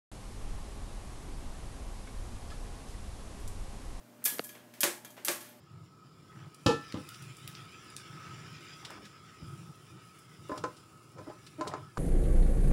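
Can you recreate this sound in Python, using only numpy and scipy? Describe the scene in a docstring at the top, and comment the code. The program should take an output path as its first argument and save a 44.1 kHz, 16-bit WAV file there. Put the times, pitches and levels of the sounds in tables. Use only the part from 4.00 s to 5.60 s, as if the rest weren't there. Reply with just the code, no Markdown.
"""Bright plastic clacks sound in a quiet living room as a kitten swats a blind's hanging cord wand. Each impact
on the slats is a burst of chatter that sets the wand's modes ringing. Twice the wand swings on to knock hard
against the window frame, which rings hollow; then it ticks as it settles. Paw and cord brush softly in between,
the kitten lands softly on the sofa once, and one dry bump sounds close to the microphone. Soft air noise and a
faint mains hum lie under it all."""
import sys
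import numpy as np
from scipy import signal
from scipy.fft import rfft, irfft
from scipy.io import wavfile
from scipy.ndimage import uniform_filter1d

SR = 44100
rng = np.random.default_rng(int(sys.argv[2]) if len(sys.argv) > 2 else 0)


def pcm_store(signal):
    """Save signal as 16-bit PCM."""
    levels = np.round(np.clip(np.atleast_2d(signal), -1, 1) * 32767)
    wavfile.write(sys.argv[1], SR, levels.astype(np.int16).T)


N = 70560
TIME = np.arange(N) / SR

# Wand impacts on the slats, plus one faint tick belonging to the close bump.
# Each row: start in seconds, level in dB, tilt in dB per octave, chatter decay time in seconds,
# room tail in dB, wand ring in dB, most excited frequency in Hz.
CLACKS = [(0.2409, -29.5, 6.5, 0.0042, -8.5, -40, 9000), (0.2507, -22.5, 8, 0.0095, -15, -23, 6200),
          (0.2555, -20, 0, 0.0046, -11, -20, 2400), (0.2616, -28, -3.4, 0.0069, -6.5, -26, 1700),
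          (.316, -54, 19, 0.01, -18, -20, 2400), (0.384, -32, -4, 0.0011, -13, -29, 9000),
          (.3974, -61, -2, .0005, -18, -36, 9000), (0.4396, -33.5, 4.5, 0.0016, -10.5, -38, 7000),
          (0.4439, -40, 1, 0.0037, -6, -18.5, 1690), (.492, -43.5, -5, 0.0023, -8, -9.5, 3000),
          (0.806, -25.5, 1, 0.015, -17.5, -14, 4500), (.8396, -15.5, 8, 0.0021, -22, -38, 9000),
          (1.0473, -45.5, -5, 0.0088, -10, -9.5, 3380), (1.1044, -51, -2, 0.003, -6.5, -10, 6800),
          (1.2485, -30.5, -1, 0.0072, -6, -23, 3400), (1.275, -43, -6.5, 0.008, -1, -20, 2000),
          (1.313, -39.5, 12, .015, -11, -13, 3400), (1.406, -49.5, -4, 0.023, -8, -6, 3200),
          (1.488, -55, 10, 0.0068, -6.5, -13, 3200)]
# Impacts of the wand on the frame. Each row: start in seconds, level in dB, tilt in dB per octave,
# crack in dB, frame ring in dB, most excited frequency in Hz.
FRAME_IMPACTS = [(.8329, -23, -0.5, 18.5, -4.5, 277), (1.2835, -27.5, 0, 19.5, -3.5, 540)]
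# Touches of paw and cord, and one soft thud as the kitten lands on the sofa. Each row: start in seconds, level
# in dB, tilt in dB per octave, decay time in seconds.
SOFT_TOUCHES = [(0.22, -59.5, 0, 0.018), (.321, -53.5, -5, 0.032), (0.55, -53, 2, 0.012),
                (0.7376, -50, 5, 0.0065), (1.167, -53, 2, 0.01), (1.178, -49.5, 0.5, 0.0083),
                (1.445, -59, 5, 0.06)]
# Normal modes of wand and frame. Each row: frequency in Hz, level in dB, 60 dB decay time in seconds.
WAND_MODES = [(1683, 0, 0.5), (2384, -1, 0.2), (3200, -2.5, 0.34), (3450, -5.5, 0.3), (3750, -9, 0.22),
              (4547, -8, .26), (5000, -4.5, 0.12), (6212, 2.5, .12), (6800, 8, 0.054), (7080, -1, 0.08)]
FRAME_MODES = [(345.2, -2.5, 0.31), (488, -14.5, 0.37), (576.7, 2, 0.18), (619, -18, 0.36), (721, -9, .22),
               (865, -16, 0.75), (1081, -10, 0.46), (1170, -5, 0.33), (1344, -17, 0.62), (1460, -10, 0.16),
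               (1650, -3.5, 0.28), (1752, -9, 0.23), (1880, -11, 0.19)]
# Modes of the bump. Each row: frequency in Hz, level in dB, 60 dB decay time in seconds, lag in seconds.
BUMP_MODES = [(4500, -23, 0.0049, 0.000053), (2820, -23.5, 0.0062, 0.00016), (2250, -33.5, 0.011, 0.00014),
              (1340, -20, 0.0082, 0.00031), (685, -23, 0.017, 0.00049), (460, -27, 0.02, 0.002),
              (283, -23.5, 0.015, 0.0022)]
# Reflections from wall, glass and ceiling. Each row: delay in seconds, level in dB.
EARLY_REFLECTIONS = [(.0028, -18), (.0053, -10), (0.0114, -18)]
# Noise spectra of the contacts and the air. Each row: frequency in Hz, relative spectral density in dB.
CLACK_SPECTRUM = [(150, -49), (400, -25.5), (900, -15.5), (1800, -9), (3500, -8.5), (6000, -4.5),
                  (9000, 0.5), (13000, 5), (15200, -6.5)]
KNOCK_SPECTRUM = [(80, -33), (160, 0.5), (350, 0), (650, -0.5), (1100, -1), (1800, 3.5), (3200, -2.5),
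                  (5000, -2), (9000, 0.5), (13000, -6), (15500, -12)]
BRUSH_SPECTRUM = [(100, -15), (250, 2), (650, 0.5), (1100, -3.5), (1900, -0.5), (4000, -12.5),
                  (7000, -18.5), (15000, -26)]
AIR_SPECTRUM = [(25, -3.5), (60, 1), (95, 5), (150, -4), (235, -0.5), (330, -4), (480, -12), (630, -8),
                (800, -12.5), (1200, -15), (2000, -20), (4000, -25.5), (8000, -26), (15000, -27.5)]
# Partials of the mains hum. Each row: frequency in Hz, rms level in dB before the bass cut.
HUM_PARTIALS = [(120, -57), (240, -67), (599, -67)]


def clacks(waver):
    """Impact excitation: the wand chatters on the slats and rings; one faint tick belongs to the bump."""
    out = 0
    for start, db, tilt, decay_s, room_db, ring_db, favoured_hz in CLACKS:
        chatter = contact(CLACK_SPECTRUM, tilt, decay_s, room_db, tail_t60=0.35)
        wand = from_db(ring_db) * ring(WAND_MODES, favoured_hz, waver)
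        out = out + delayed(from_db(db) * (chatter + wand), start)
    return out


def frame_knocks(waver):
    """Impulse response: a hard knock cracks, then the slats rattle and the frame resonates."""
    out = 0
    for start, db, tilt, crack_db, ring_db, favoured_hz in FRAME_IMPACTS:
        rattle = contact(KNOCK_SPECTRUM, tilt, decay_s=0.0044, room_db=-3, tail_t60=0.31)
        frame = from_db(ring_db) * ring(FRAME_MODES, favoured_hz, waver)
        knock = from_db(crack_db) * crack() + delayed(rattle + frame, seconds=0.0008)
        out = out + from_db(db) * delayed(knock, start)
    return out


def crack():
    """Early reflection: a band-limited pulse arrives directly, then again from nearby surfaces."""
    impulse = (TIME == 0) + 1e-18
    pulse = butterworth(impulse, "band", order=1, hz=[1090, 5840])
    pulse = butterworth(pulse, "low", order=1, hz=13800)
    pulse = -pulse / np.abs(pulse).max()
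    return pulse + sum(from_db(db) * delayed(pulse, lag) for lag, db in EARLY_REFLECTIONS)


def close_bump(start_s=0.3938):
    """Direct sound: heavily damped modes, high first and low last, too near to carry any room."""
    out = 0
    for hz, db, t60, lag in BUMP_MODES:
        mode = np.sin(2 * np.pi * hz * TIME) * from_db(db - 60 * TIME / t60)
        out = out + delayed(mode, start_s + lag)
    return out


def brushes():
    """Soft contact: paw, cord and the kitten landing on the sofa excite little treble, so these touches sound
    dull."""
    return sum(delayed(from_db(db) * contact(BRUSH_SPECTRUM, tilt, decay_s, room_db=-8, tail_t60=0.55), s)
               for s, db, tilt, decay_s in SOFT_TOUCHES)


def room_tone(air_db=-56.5):
    """Noise floor: steady mains partials lie in broadband air noise."""
    hum = sum(from_db(db) * rms_one(np.sin(2 * np.pi * (hz * TIME + rng.random())))
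              for hz, db in HUM_PARTIALS)
    return from_db(air_db) * noise(AIR_SPECTRUM) + hum


def contact(spectrum, tilt_db, decay_s, room_db, tail_t60):
    """Reverberation: a burst of uneven chatter leaves a diffuse tail that decays exponentially."""
    grain_s, grain_db, usual_decay_s = 0.0004, 4, 0.0041
    jitter = rms_one(uniform_filter1d(rng.standard_normal(N), int(grain_s * SR)))
    grain = rms_one(from_db(grain_db * np.tanh(jitter)))
    burst = grain * rise(seconds=0.0001) * np.exp(-TIME / decay_s)
    room_feed = np.sqrt(decay_s / usual_decay_s)  # longer contacts feed more sound into the room
    tail = room_feed * rise(seconds=0.00083) * from_db(room_db - 60 * TIME / tail_t60)
    return burst * noise(spectrum, tilt_db) + tail * noise(spectrum, tilt_db)


def ring(modes, favoured_hz, waver, fall_db_per_octave=5.5):
    """Modal superposition: where a body is struck decides which of its damped modes ring most."""
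    t = TIME[:SR // 2]
    out = np.zeros(N)
    for hz, db, t60 in modes:
        tone = np.exp(2j * np.pi * hz * t) * np.roll(waver, rng.integers(N))[:len(t)]
        excited_db = db - fall_db_per_octave * abs(np.log2(hz / favoured_hz))
        out[:len(t)] += tone.imag * from_db(excited_db - 60 * t / t60)
    polarity = rng.choice([-1, 1])
    return polarity * out * rise(seconds=0.00083)


def room_waver(depth=0.88, rate_hz=26):
    """Interference: a tone swells and fades among its reflections; a complex gain, mean power near 1."""
    in_phase, quadrature = (rms_one(butterworth(rng.standard_normal(2 * N), "low", 2, rate_hz)[N:])
                            for _ in range(2))
    return (1 + depth * (in_phase + 1j * quadrature)) / np.sqrt(1 + 2 * depth ** 2)


def noise(spectrum, tilt_db=0):
    """Spectral shaping: white noise takes on a spectrum, tilted by tilt_db per octave; rms 1."""
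    octave = np.log2(np.maximum(np.fft.rfftfreq(N, 1 / SR), 1))
    hz, db = np.transpose(spectrum)
    knots = np.log2(hz)
    shape_db = np.interp(octave, knots, db) + tilt_db * np.clip(octave, knots[0], knots[-1])
    bass_rolloff = np.minimum(2 ** (octave - knots[0]), 1) ** 2
    return rms_one(irfft(rfft(rng.standard_normal(N)) * from_db(shape_db) * bass_rolloff, N))


def butterworth(x, kind, order, hz):
    """Filtering with a maximally flat passband."""
    return signal.sosfilt(signal.butter(order, hz, kind, fs=SR, output="sos"), x)


def rise(seconds):
    """Exponential build-up toward 1 with the given time constant."""
    return 1 - np.exp(-TIME / seconds)


def delayed(x, seconds):
    """Time shift: the same sound, starting later."""
    return np.concatenate([np.zeros(int(seconds * SR)), x])[:N]


def from_db(db):
    """Amplitude ratio of a level in decibels."""
    return 10 ** (np.asarray(db) / 20)


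def rms_one(x):
    """Normalisation to rms 1."""
    return x / np.sqrt(np.mean(x ** 2) + 1e-20)


def scene():
    """Superposition: the pressures of all sources add at one microphone."""
    waver = room_waver()
    return (clacks(waver) + frame_knocks(waver) + brushes() + close_bump() + room_tone())[None]


def record(dry, low_cut_hz=165, high_cut_hz=15600):
    """Band limiting: the small microphone drops the bass, and the top is cut steeply."""
    thin = butterworth(dry, "high", order=4, hz=low_cut_hz)
    return signal.sosfilt(signal.ellip(10, 0.1, 70, high_cut_hz, fs=SR, output="sos"), thin)


dry = scene()
out = record(dry)
pcm_store(out)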